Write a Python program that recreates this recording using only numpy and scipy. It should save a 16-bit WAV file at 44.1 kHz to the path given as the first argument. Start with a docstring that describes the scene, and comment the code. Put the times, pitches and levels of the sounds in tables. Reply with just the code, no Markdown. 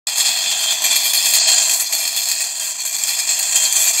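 """A thin steel bowl rings as a few dozen hard seeds are shaken round it, heard from close by.
The seeds slide and skitter over the bottom and surge against the fluted wall. Each impact excites the
bowl's normal modes, in a mix that depends on the spot struck, over a short clatter and a crack.
Single hard hits ping out of the rattle, and a faint low hum comes and goes near the end."""
import sys
import numpy as np
from scipy import signal
from scipy.fft import rfft, irfft, next_fast_len
from scipy.io import wavfile
from scipy.ndimage import uniform_filter1d

SR = 44100
rng = np.random.default_rng(int(sys.argv[2]) if len(sys.argv) > 2 else 0)


def inscribe(sig):
    """Save sig as 16-bit PCM at rate SR to the path in sys.argv[1].

    A 1-D sig is mono; a 2-D sig holds one channel per row.
    Samples are clipped to [-1, 1] before scaling.
    """
    pcm = np.round(np.clip(np.atleast_2d(sig).T, -1, 1) * 32767)
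    wavfile.write(sys.argv[1], SR, pcm.astype(np.int16))


N = 176400

# Normal modes of the bowl: frequency_hz, energy_share_db
BOWL_MODES = [(1620, -32.6), (2385, -19.3), (2515, -23.2), (2672, -24.7), (2755, -27.5), (3211, -15.8),
              (3250, -19.5), (3428, -16), (3452, -18), (3617, -26), (3895, -27.1), (4170, -19.7),
              (4252, -14.4), (4315, -14.1), (4405, -16), (4670, -22.0), (4811, -16), (5048, -22.5),
              (5238, -19.6), (5367, -22.5), (5712, -21), (6130, -19.2), (6392, -15.8), (6503, -20.1),
              (6678, -19.9), (6800, -21.8), (7046, -18.0), (7100, -17.2), (7185, -19.1), (7410, -20.7),
              (7500, -18.4), (7590, -14), (7688, -12.5), (8292, -16.2), (8400, -16.6), (8740, -22.4),
              (9157, -21.5), (9430, -18.5), (10444, -26.3), (10780, -24.5), (11466, -18.0), (12110, -21.3),
              (12700, -24), (13500, -21.7), (14690, -27.9), (15420, -28.6)]
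# Spectrum of the seeds' clatter and the many weak modes: frequency_hz, relative_density_db
CLATTER_SPECTRUM = [(90, -67.5), (165, -63.5), (225, -57.5), (305, -59), (360, -61.5), (560, -63),
                    (640, -47), (1020, -47), (1130, -53.5), (1520, -54.5), (1900, -44.5), (2150, -51.5),
                    (2550, -39.5), (2950, -57), (3350, -40.5), (3780, -50), (4200, -37), (4750, -40),
                    (5020, -59), (5950, -46), (6400, -38.5), (7600, -33), (8500, -46.5), (9450, -45),
                    (9900, -56), (10700, -53), (13300, -52), (13900, -63), (15700, -47.5)]
# Seeds skittering on the bottom: time_s, level_db, gain_below_5500_hz_db, gain_above_9050_hz_db
SKITTER_LEVELS = [(0.07, -25.5, 9.5, 4), (0.14, -20, -0.5, -7), (0.3, -22.5, 4, 1.8), (0.45, -19, 3, -2),
                  (0.72, -20.5, 3, -0.5), (0.78, -22.5, 3.5, -2.5), (0.9, -18, 2, -2.5),
                  (1.1, -19.5, 2, 5.5), (1.2, -18.5, 3.5, 3.5), (1.31, -17, 0.5, 5.5),
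                  (1.4, -15, -1.5, -17), (1.46, -16.5, 2, -9.5), (1.62, -13.5, -1.9, -7),
                  (1.77, -19.5, -1, 5), (1.89, -23.5, -0.5, -2.5), (2.0, -19.5, 1, 3), (2.12, -23, 1.5, 0),
                  (2.25, -19.5, -0.5, 3), (2.45, -22.5, -0.5, -4), (2.55, -23, -1, -1.3),
                  (2.68, -21, -0.5, 2.5), (2.77, -24.5, -1.1, -7), (2.9, -22, -2.5, -1.5),
                  (3.15, -20, 1.1, -0.5), (3.26, -21.5, -0.5, -1), (3.49, -18, -1.5, -2),
                  (3.64, -12.5, -2, -2), (3.705, -18.5, -1.5, -3), (3.8, -13.7, -1, 3.5),
                  (4.0, -16.5, -3, -4)]
# Two bright groups of modes against their neighbours: time_s, gain_3000_3750_hz_db, gain_3750_5500_hz_db
MODE_GROUP_GAINS = [(.1, 0.5, -2), (.3, 1, 0), (.75, 4, -2.5), (.88, 2.5, -0.5), (1.3, -0.5, .5),
                    (1.53, -1.5, 2), (1.85, -5, -0.5), (2.18, 1.5, .5), (2.31, -3.5, 3), (2.5, -4, -1.5),
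                    (3.1, -4, -1), (3.56, -4.5, -2), (3.8, -2, -4), (3.95, -3, 0.5)]
# Bunches of seeds running into the wall: start_s, rise_s, level_db, extra_treble_db
WALL_SURGES = [(0.152, 0.022, -15.5, 6.5), (0.19, 0.01, -14.5, -6), (0.24, 0.023, -15, -0.5),
               (0.362, 0.0091, -20.5, 5.5), (0.477, 0.0019, -16, -4), (0.508, 0.0055, -15, -1),
               (0.597, 0.003, -15.5, 5.5), (0.629, 0.007, -16.5, 0), (0.703, 0.0093, -14.5, 1.5),
               (0.818, 0.0083, -14, 7), (0.839, 0.0076, -11.5, 3), (0.9, 0.015, -15, -5),
               (0.953, 0.0059, -14, 5), (1.037, 0.015, -18.5, 2.5), (1.121, 0.014, -15.5, 3),
               (1.251, 0.0066, -12, 1), (1.326, 0.025, -11.5, 9.5), (1.468, 0.014, -11.5, 8),
               (1.509, 0.017, -13.5, 6), (1.574, 0.0098, -13.5, 2), (1.611, 0.0066, -15.5, 9),
               (1.68, 0.013, -12.5, 1), (1.695, 0.007, -13, 3.5), (1.733, 0.0032, -11, 2.5),
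               (1.792, 0.011, -15.5, 2.5), (1.915, 0.016, -14.5, 2), (2.039, 0.0055, -14.5, -8),
               (2.073, 0.0015, -16, 1), (2.153, 0.014, -18, 6), (2.282, 0.005, -16, 2),
               (2.309, 0.0057, -15.5, 4), (2.39, 0.023, -18, 5.5), (2.58, 0.015, -20, -3),
               (2.785, 0.015, -22.5, 6), (2.843, 0.012, -17.5, 5), (2.924, 0.012, -17.5, -7),
               (2.973, 0.0069, -19.5, 3), (3.066, 0.015, -16.5, 1), (3.183, 0.0093, -15.5, -1),
               (3.264, 0.03, -15.5, -2), (3.389, 0.0023, -11, 8), (3.423, 0.0039, -10.5, 1),
               (3.512, 0.012, -16.5, -4), (3.552, 0.0064, -11.5, 4.5), (3.752, 0.0075, -10, -1),
               (3.865, 0.011, -12, -11), (3.974, 0.02, -11.5, 3)]
# Single hard hits, each favouring one group of modes: start_s, level_db, centre_hz, bandwidth_hz
HARD_HITS = [(.0703, -18, 6000, 6000), (.683, -14, 3420, 300), (1.176, -16, 4750, 600),
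             (1.288, -21, 11500, 4000), (1.338, -19, 12000, 2400), (1.399, -13, 4650, 450),
             (1.58, -12, 7000, 3000), (1.86, -22, 4650, 450), (2.796, -24, 4400, 300),
             (3.036, -15.5, 7500, 5000), (3.556, -12, 7000, 1600), (3.651, -16, 4450, 500),
             (3.725, -14, 9000, 4500)]

START_S, RATTLE_DB = .069, 1
RING_DB, CLATTER_DB, CRACK_DB = -1.3, -5.5, -9
RING_T60_S, RING_T60_SLOPE = 0.16, 0.45  # ring time at 3 kHz; higher modes die sooner
CLATTER_T60_S, CRACK_T60_S = .08, .011
RADIATES_ABOVE_HZ = 470  # the small bowl gives off little bass
SPOT_SPREAD_DB = 6.5  # scatter of a mode's strength from spot to spot
CLUSTER_HZ = 41.3  # scatter of tuning at 10 kHz; the high modes come in close groups
IMPACTS_PER_S, IMPACT_SPREAD_DB, SHARING_S = 620, 6.5, .018
BOUNCE_S, BOUNCE_KEEP = .0009, 0.76  # a tumbling seed touches again at once, more weakly
SLIDE_SHARE, SLIDE_SMOOTH_S = .45, .05  # sliding's share of the lowest register's power; its smoothing
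REGISTER_EDGES_HZ = (1150, 3000, 3750, 5500, 9050)
ROAM_SPOTS_PER_S, HEAP_SPOTS = 16, 2.2  # the heap travels round the bowl and covers a few spots
PING_S = .012  # a ping has the energy of its level held this long
PING_CRACK_DB, PING_CRACK_T60_S = -6, .014
PING_BOUNCE_CYCLES = 2.4  # gap times bandwidth: square hits are broad and sharp, glancing ones drawn out
HUM_HZ, HUM_DB, HUM_FROM_S, HUM_TO_S = 124, -61, 3.0, 3.75
LOW_CUT_HZ, TOP_HZ = 85, 15620


def undb(db):
    """Decibels as an amplitude ratio."""
    return 10 ** (np.asarray(db) / 20)


def unit_energy(x):
    """Normalisation to an energy of 1."""
    return x / np.sqrt(np.sum(x ** 2))


def decay(t, t60):
    """Exponential damping, 60 dB down after t60."""
    return np.exp(-np.log(1000) * t / t60)


def clatter(t, t60):
    """Modal overlap: many weak modes merge into damped noise; minimum phase keeps its onset sharp."""
    hz, db = np.array(CLATTER_SPECTRUM).T
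    f = np.fft.rfftfreq(len(t), 1 / SR)
    magnitude = undb(np.interp(np.log(f + 1), np.log(hz), db))
    cepstrum = irfft(np.log(magnitude), len(t))
    colour = np.exp(rfft(2 * cepstrum * (t > 0) * (t < t[-1] / 2)))
    noise = rng.standard_normal(len(t)) * decay(t, t60)
    return unit_energy(irfft(rfft(noise) * colour, len(t)))


def bowl_responses(count, size):
    """Modal superposition: each spot struck gives its own mix of damped sines, plus clatter and crack."""
    t = np.arange(size) / SR
    hz, db = np.array(BOWL_MODES).T
    ring_times = RING_T60_S * (3000 / hz) ** RING_T60_SLOPE
    envelopes = np.array([np.sqrt(2) * unit_energy(decay(t, t60)) for t60 in ring_times])
    signs = rng.choice([-1, 1], (count, len(hz)))
    shapes = signs * undb(SPOT_SPREAD_DB * rng.standard_normal(signs.shape))
    gains = undb(db) * shapes / np.sqrt(np.mean(shapes ** 2, axis=0))
    tunings = hz + CLUSTER_HZ * (hz / 10000) ** 2 * rng.standard_normal(gains.shape)
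    rings = [gain @ (envelopes * np.sin(np.float32(2 * np.pi * f[:, None] * t)))
             for gain, f in zip(gains, tunings)]
    radiation = signal.butter(6, RADIATES_ABOVE_HZ, "high", fs=SR, output="sos")
    return [undb(RING_DB) * ring
            + undb(CLATTER_DB) * clatter(t, CLATTER_T60_S)
            + undb(CRACK_DB) * clatter(t, CRACK_T60_S) for ring in signal.sosfilt(radiation, rings)]


def seed_impacts(touches=3):
    """A Poisson process of unequal impacts, each a quick run of inelastic bounces."""
    at = np.flatnonzero(rng.random(N) < IMPACTS_PER_S / SR)
    strength = undb(IMPACT_SPREAD_DB * rng.standard_normal(len(at)))
    ticks = np.zeros(N)
    for k in range(touches):
        ticks[at % N] += strength * BOUNCE_KEEP ** k
        at = at + (BOUNCE_S * SR * rng.exponential(1, len(at))).astype(int)
    # impacts close together share the heap's momentum
    width = int(SHARING_S * SR / 2) + 1
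    local_power = uniform_filter1d(uniform_filter1d(ticks ** 2, width), width)
    return ticks / np.sqrt(np.abs(local_power) + 1e-6)


def seed_forces():
    """Incoherent addition: skitter and surges sum in power to drive six registers, listed low to high."""
    t = np.arange(N) / SR
    times, *columns = np.array(SKITTER_LEVELS).T
    skitter, low, treble = (undb(np.interp(t, times, db)) for db in columns)
    times, *columns = np.array(MODE_GROUP_GAINS).T
    lower_group, upper_group = (undb(np.interp(t, times, db)) for db in columns)
    power, treble_power = skitter ** 2, skitter ** 2
    for start_s, rise_s, level_db, extra_treble_db in WALL_SURGES:
        age = np.clip((t - start_s) / max(rise_s, .002), 0, 20)
        surge = undb(level_db) * age * np.exp(1 - age)
        power += surge ** 2
        treble_power += (surge * undb(extra_treble_db)) ** 2
    ticks = seed_impacts()
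    taps = ticks * np.sqrt(power)
    # sliding friction drives the lowest register steadily between the impacts
    sliding = np.sqrt(SLIDE_SHARE) * rng.standard_normal(N)
    slow_power = uniform_filter1d(power, int(SLIDE_SMOOTH_S * SR))
    body = (sliding + np.sqrt(1 - SLIDE_SHARE) * ticks) * np.sqrt(slow_power)
    return np.array([low * body, low * taps, low * lower_group * taps, low * upper_group * taps,
                     taps, treble * ticks * np.sqrt(treble_power)]) * (t > START_S)


def seed_rattle(responses):
    """Convolution: each force rings the bowl with the response of a spot under the travelling heap."""
    forces = seed_forces()
    heap_centre = ROAM_SPOTS_PER_S * np.arange(N) / SR
    struck_spot = np.floor(heap_centre + HEAP_SPOTS * rng.standard_normal(N)) % len(responses)
    size = next_fast_len(N + len(responses[0]))
    f = np.fft.rfftfreq(size, 1 / SR)
    lowpasses = [1 / (1 + (f / edge) ** 30) for edge in REGISTER_EDGES_HZ]
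    registers = np.diff(lowpasses, axis=0, prepend=0, append=1)
    spectrum = 0
    for spot, response in enumerate(responses):
        drive = np.sum(rfft(forces * (struck_spot == spot), size) * registers, axis=0)
        spectrum += drive * rfft(response, size)
    return irfft(spectrum, size)[:N]


def wall_pings(responses, touches=4):
    """Resonance: one fast seed strikes the wall, bounces a few times, and a group of modes flares."""
    size = len(responses[0])
    t = np.arange(size) / SR
    out = np.zeros(N + 2 * size)
    for k, (start_s, level_db, centre_hz, bandwidth_hz) in enumerate(HARD_HITS):
        hit = responses[k % len(responses)] + undb(PING_CRACK_DB) * clatter(t, PING_CRACK_T60_S)
        gaps = PING_BOUNCE_CYCLES / bandwidth_hz * SR * rng.uniform(.5, 1.5, touches)
        delays = (np.cumsum(gaps) - gaps[0]).astype(int)
        bounces = np.bincount(delays, BOUNCE_KEEP ** np.arange(touches))
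        resonance = signal.iirpeak(centre_hz, centre_hz / bandwidth_hz, fs=SR)
        ring = signal.lfilter(*resonance, signal.fftconvolve(hit, bounces))
        i = int(start_s * SR)
        out[i:i + len(ring)] += undb(level_db) * np.sqrt(PING_S * SR) * unit_energy(ring)
    return out[:N]


def hum():
    """Amplitude modulation: a faint low sine tone swells and fades once."""
    t = np.arange(N) / SR
    progress = np.clip((t - HUM_FROM_S) / (HUM_TO_S - HUM_FROM_S), 0, 1)
    swell = np.sqrt(np.abs(np.sin(np.pi * progress)))
    return undb(HUM_DB) * np.sqrt(2) * swell * np.sin(2 * np.pi * HUM_HZ * t)


def scene():
    """Linear superposition: rattle and pings ring the same bowl and add to the hum in one channel."""
    responses = bowl_responses(count=16, size=8192)
    return (undb(RATTLE_DB) * seed_rattle(responses) + wall_pings(responses) + hum())[None]


def record(dry):
    """Band limiting and saturation: the bass is thinned, peaks stop at full scale, the top is cut."""
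    low_cut = signal.butter(2, LOW_CUT_HZ, "high", fs=SR, output="sos")
    top_cut = signal.ellip(12, .1, 80, TOP_HZ, fs=SR, output="sos")
    limited = np.clip(signal.sosfilt(low_cut, dry), -1, 1)
    return signal.sosfilt(top_cut, limited)


dry = scene()
out = record(dry)
inscribe(out)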